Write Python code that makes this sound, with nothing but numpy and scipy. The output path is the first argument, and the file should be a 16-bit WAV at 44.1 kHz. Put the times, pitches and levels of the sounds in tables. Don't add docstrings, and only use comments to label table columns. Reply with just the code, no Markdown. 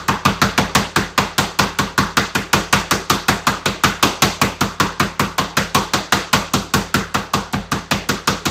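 import sys
import numpy as np
from scipy import signal
from scipy.fft import rfft, irfft, next_fast_len
from scipy.io import wavfile
from scipy.ndimage import uniform_filter1d

SR = 44100
rng = np.random.default_rng(int(sys.argv[2]) if len(sys.argv) > 2 else 0)


def gain_from_decibels(decibels):
    exponent = np.asarray(decibels, float) / 20
    return 10 ** exponent


def to_wav(sig):
    pcm = np.clip(np.atleast_2d(sig), -1, 1) * 32767
    pcm = np.round(pcm).astype(np.int16)
    wavfile.write(sys.argv[1], SR, pcm.T)


N = 374850
LEAD = SR // 5
LONG = N + LEAD
USUAL_CRACK_DB = -13


def colour(x, points):
    size = next_fast_len(len(x))
    hz, db = np.transpose(points)
    bins = np.maximum(np.arange(size // 2 + 1) * SR / size, 1)
    gain = gain_from_decibels(np.interp(np.log(bins), np.log(hz), db))
    return irfft(rfft(x, size) * gain, size)[:len(x)]


def ring(modes, gains, seconds):
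    hz, db, t60 = np.transpose(modes)[:, :, None]
    t = np.arange(int(seconds * SR)) / SR
    decay = 1000. ** (-t / t60)
    return np.sum(gains[:, None] * gain_from_decibels(db) * np.sin(2 * np.pi * hz * t) * decay, axis=0)


def add(out, s, sound):
    at = LEAD + int(s * SR)
    out[at:at + len(sound)] += sound[:LONG - at]


def contacts(seconds, density, rise=0.00051):
    t = np.arange(SR // 20) / SR
    clicks = rng.standard_normal(len(t)) * np.exp(-rng.random(len(t)) / density)
    return clicks / np.std(clicks) * np.exp(-(t / seconds) ** 2) * (1 - np.exp(-t / rise))


# (frequency [Hz], level [dB per Hz])
AIR = [(28, -96), (45, -78), (160, -74), (500, -82), (1200, -80), (4000, -90), (9000, -102), (16000, -106)]


def room_air():
    return colour(rng.standard_normal(LONG), AIR) * np.sqrt(SR / 2)


# (frequency [Hz], level [dB], t60 [s])
KITCHEN = [(246, 7.5, 0.29), (455, 3.5, 0.4), (1100, -2.5, 0.44), (2240, -1, 0.43), (4350, -1, 0.47),
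           (7800, -4, 0.41), (16000, 0, 0.22)]


def kitchen(x):
    size = next_fast_len(LONG)
    bins = np.maximum(np.arange(size // 2 + 1) * SR / size, 1)
    given, chance = rfft(x, size), rfft(rng.standard_normal(size))
    table_hz, table_db, table_t60 = np.transpose(KITCHEN)
    fill = np.exp(-1 / (0.0025 * SR))
    out = 0
    for hz in 250 * 2 ** np.arange(0, 6.3, .4):
        share = np.cos(np.pi / 2 * np.clip(np.log2(bins / hz) / .4, -1, 1))
        db = np.interp(np.log(hz), np.log(table_hz), table_db)
        t60 = np.interp(np.log(hz), np.log(table_hz), table_t60)
        keep = np.exp(-2 * np.log(1000) / (t60 * SR))
        power = irfft(given * share, size) ** 2
        energy = signal.lfilter([1 - fill], np.convolve([1, -keep], [1, -fill]), power)
        noise = irfft(chance * share, size)
        clumps = np.repeat(rng.standard_normal(size // 800 + 1), 800)[:size]
        clumps = uniform_filter1d(clumps, size=800)
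        out = out + gain_from_decibels(db + 1.95 * clumps) * np.sqrt(np.abs(energy)) * noise / np.std(noise)
    return out[:LONG]


# (frequency [Hz], level [dB], t60 [s])
PANEL = [(197.2, 3, 0.57), (444.7, -8.5, 0.78)]


def loose_panel(ring_s):
    free_s, swell_s = 0.063, 0.0075
    panel = ring(PANEL, np.ones(len(PANEL)), ring_s)
    t = np.arange(len(panel)) / SR
    panel = panel * (0.14 + 0.85 / (1 + np.exp((t - free_s) / 0.003)))
    return panel * (1 - np.exp(-t / swell_s))


# (frequency [Hz], level [dB], t60 [s])
FLOOR_MODES = [(50.6, -3.5, 0.41), (61, -17, .3), (73.1, 3, 0.14), (87.3, -17, 0.72), (117, -0.5, 0.17)]


def deep_room(ring_s):
    deep = ring(FLOOR_MODES, np.ones(len(FLOOR_MODES)), ring_s)
    t = np.arange(len(deep)) / SR
    return deep * (1 - np.exp(-(t / 0.0064) ** 2))


# (frequency [Hz], level [dB], t60 [s])
CABINET = [(166.4, 0, 0.44), (240, 9.5, 0.034), (260.4, -12, 0.16), (331, -11.5, 0.14), (392, -14.5, 0.53),
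           (538, -3, 0.45)]


def cabinet_thuds(rows):
    ring_s, door_hz = .35, 125
    thuds = np.zeros(LONG)
    panel, deep = loose_panel(ring_s), deep_room(ring_s)
    doors = signal.butter(2, door_hz, "high", fs=SR, output="sos")
    push = np.hanning(int(0.0021 * SR))
    settle = int(.0085 * SR)
    for s, _, _, thud_db, _ in rows:
        force = np.zeros(SR // 40)
        force[:len(push)] += push
        force[settle:settle + len(push)] += 1.5 * gain_from_decibels(1.5 * rng.standard_normal()) * push
        cabinet = ring(CABINET, gain_from_decibels(0.92 * rng.standard_normal(len(CABINET))), ring_s)
        cabinet = signal.sosfilt(doors, cabinet + panel) + deep
        thud = signal.fftconvolve(force, cabinet)
        add(thuds, s + 0.0014, gain_from_decibels(thud_db + 6.0) * thud / np.abs(thud).max())
    return thuds


# (frequency [Hz], level [dB], t60 [s])
BOARD = [(770, -11, 0.072), (925, -10, 0.12), (964, -16, 0.051), (1051, -2, 0.042), (1110, -1, 0.071),
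         (1210, 7, 0.025), (1330, -2.5, 0.051), (1418, 2.5, 0.033), (1590, -5, 0.019), (1817, -13.5, 0.083),
         (2246, -6, 0.015), (2440, -8.5, 0.024)]


def board_knocks(rows):
    chatter_base_s, chatter_s_per_db = 0.0074, 0.16
    rebound_s, rebound_db = .007, -5
    knocks = np.zeros(LONG)
    board_hz = np.array(BOARD)[:, 0]
    for s, db, crack_db, _, hz in rows:
        chatter_s = chatter_base_s + chatter_s_per_db * (crack_db - db - USUAL_CRACK_DB)
        chatter = contacts(np.clip(chatter_s, .004, .014), density=0.54, rise=0.0021)
        rebound = contacts(0.0058, density=0.38, rise=0.0011)
        chatter = chatter + gain_from_decibels(rebound_db) * np.roll(rebound, int(rebound_s * SR))
        near = gain_from_decibels(-7 * np.minimum(np.abs(np.log2(board_hz / hz)) / 0.081, 1))
        board = ring(BOARD, near * gain_from_decibels(2.3 * rng.standard_normal(len(BOARD))), .1)
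        knock = np.diff(signal.fftconvolve(chatter, board))
        add(knocks, s - .0016, gain_from_decibels(db + 17) * knock / np.linalg.norm(knock))
    return knocks


def wet_cracks(rows):
    cracks = np.zeros(LONG)
    tone = [(500, -45), (2000, 2), (4000, 8.5), (7000, 3), (12000, -13)]
    for s, _, crack_db, _, _ in rows:
        crack = colour(contacts(.016, density=0.078, rise=0.00067), tone)
        add(cracks, s - .0008, gain_from_decibels(crack_db - 1.0) * crack)
    return cracks


# (frequency [Hz], level [dB], t60 [s])
FLESH = [(361, 10.5, 0.037), (471, 3, 0.11), (578, -2, 0.13), (687, -14.5, 0.039), (729.4, 6.5, 0.065)]


def slaps(rows):
    touch_lead_s, lead_s_per_db = 0.0018, .0005
    smack_base_db, smack_per_crack = -20, 0.63
    bright, dull = np.zeros(LONG), np.zeros(LONG)
    slab = ring(FLESH, np.ones(len(FLESH)), .15)
    for s, _, crack_db, _, _ in rows:
        touch = s - touch_lead_s - lead_s_per_db * max(USUAL_CRACK_DB - crack_db, 0)
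        add(bright, touch, gain_from_decibels(crack_db + 16.5) * contacts(0.0018, density=0.13))
        add(bright, touch, gain_from_decibels(crack_db + 10.5) * contacts(0.012, density=0.058))
        smack = signal.fftconvolve(contacts(0.014, density=0.4, rise=0.0029), slab)
        smack_db = smack_base_db + smack_per_crack * (crack_db - USUAL_CRACK_DB)
        add(dull, s, gain_from_decibels(smack_db + 26.5) * smack / np.linalg.norm(smack))
    edge = [(2000, -30), (6000, -16), (10000, 0), (16000, 0)]
    return colour(bright, edge) + dull


# (time [s], knock level [dB], wet crack level [dB], thud level [dB], board pitch [Hz])
EARLIER_BLOW = [
    (-.09, -3, -15, -16, 1200),
]
FIRST_BLOWS = [(0.085, 0.5, -17.5, -18.5, 1100), (0.253, 2.5, -14.5, -14, 1210),
               (0.417, 1.5, -12, -14.5, 1340), (0.579, 0.5, -13, -15.5, 1270), (0.751, 1.5, -10, -15, 1080),
               (0.961, 0, -13, -17, 1370), (1.179, 1.5, -12.5, -18, 1165), (1.382, -1.5, -10.5, -18.5, 1070),
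               (1.59, 2, -10.5, -16, 1060), (1.789, -1.5, -15.5, -18.5, 1110),
               (1.98, 1.5, -13.5, -15.5, 1110), (2.171, 1, -13.5, -19, 1200), (2.352, -3, -16, -20.5, 1450),
               (2.532, 2.5, -9.5, -16, 1040), (2.728, 3, -9.5, -16, 1450), (2.911, -0.5, -12, -20, 1020),
               (3.099, 0, -10.5, -17.5, 1210), (3.284, 1, -10, -15.5, 1190), (3.47, 2, -13.5, -19.5, 1210),
               (3.658, -2, -13.5, -19.5, 1270), (3.838, 3.5, -11.5, -16, 1210),
               (4.028, 3.5, -8.5, -18, 1100), (4.222, 1.5, -7, -15, 1050)]
LATER_BLOWS = [(4.416, 1, -12.5, -15.5, 1110), (4.61, -2, -14, -16.5, 1110), (4.801, 1.5, -13, -17.5, 1430),
               (5.0, -1, -16, -16, 1510), (5.197, -1, -15, -17, 1260), (5.383, -1, -15, -21, 1070),
               (5.57, -1, -12, -17.5, 1470), (5.748, 0.5, -10, -16.5, 1100), (5.936, -2.5, -12, -21, 1500),
               (6.124, 2.5, -10.5, -19, 1100), (6.331, 1.5, -9, -16, 1080), (6.537, -3.5, -12.5, -16, 1080),
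               (6.738, -1, -11.5, -14.5, 1420), (6.943, -0.5, -13.5, -16, 1370),
               (7.146, -2.5, -17, -20.5, 1480), (7.338, -1.5, -16.5, -18.5, 1210),
               (7.533, -7.5, -23, -17, 1370), (7.719, -5, -18.5, -19, 1210), (7.913, -2, -16, -18, 1440),
               (8.091, -4.5, -14.5, -20, 1420), (8.275, -1.5, -11.5, -18.5, 1160),
               (8.456, -7, -14.5, -19.5, 1030)]


def scene():
    rows = list(EARLIER_BLOW) + list(FIRST_BLOWS) + list(LATER_BLOWS)
    air = room_air()
    thuds = cabinet_thuds(rows)
    close = board_knocks(rows) + wet_cracks(rows) + slaps(rows)
    walls = kitchen(close + gain_from_decibels(-16) * thuds)
    return (close + thuds + gain_from_decibels(-35) * walls + air)[None, LEAD:]


# (frequency [Hz], level [dB])
MICROPHONE = [(1000, 3), (5000, 0.5), (7000, 1), (10400, -19.5), (11500, -16), (15000, -16.5), (15950, -33),
              (16100, -50)]


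def roll_off(x):
    return signal.sosfilt(signal.butter(12, 16820, fs=SR, output="sos"), x)


def record(dry):
    heard = colour(dry[0], MICROPHONE)[None]
    bass_cut = signal.butter(6, 42, "high", fs=SR, output="sos")
    heard = gain_from_decibels(-2.5) * signal.sosfilt(bass_cut, heard)
    ceiling, knee = .93, 4
    held = heard / (1 + np.abs(heard / ceiling) ** knee) ** (1 / knee)
    top_cut = signal.ellip(8, .2, 60, 16650, fs=SR, output="sos")
    held = signal.sosfilt(top_cut, held)
    return roll_off(held)


dry = scene()
out = record(dry)
to_wav(out)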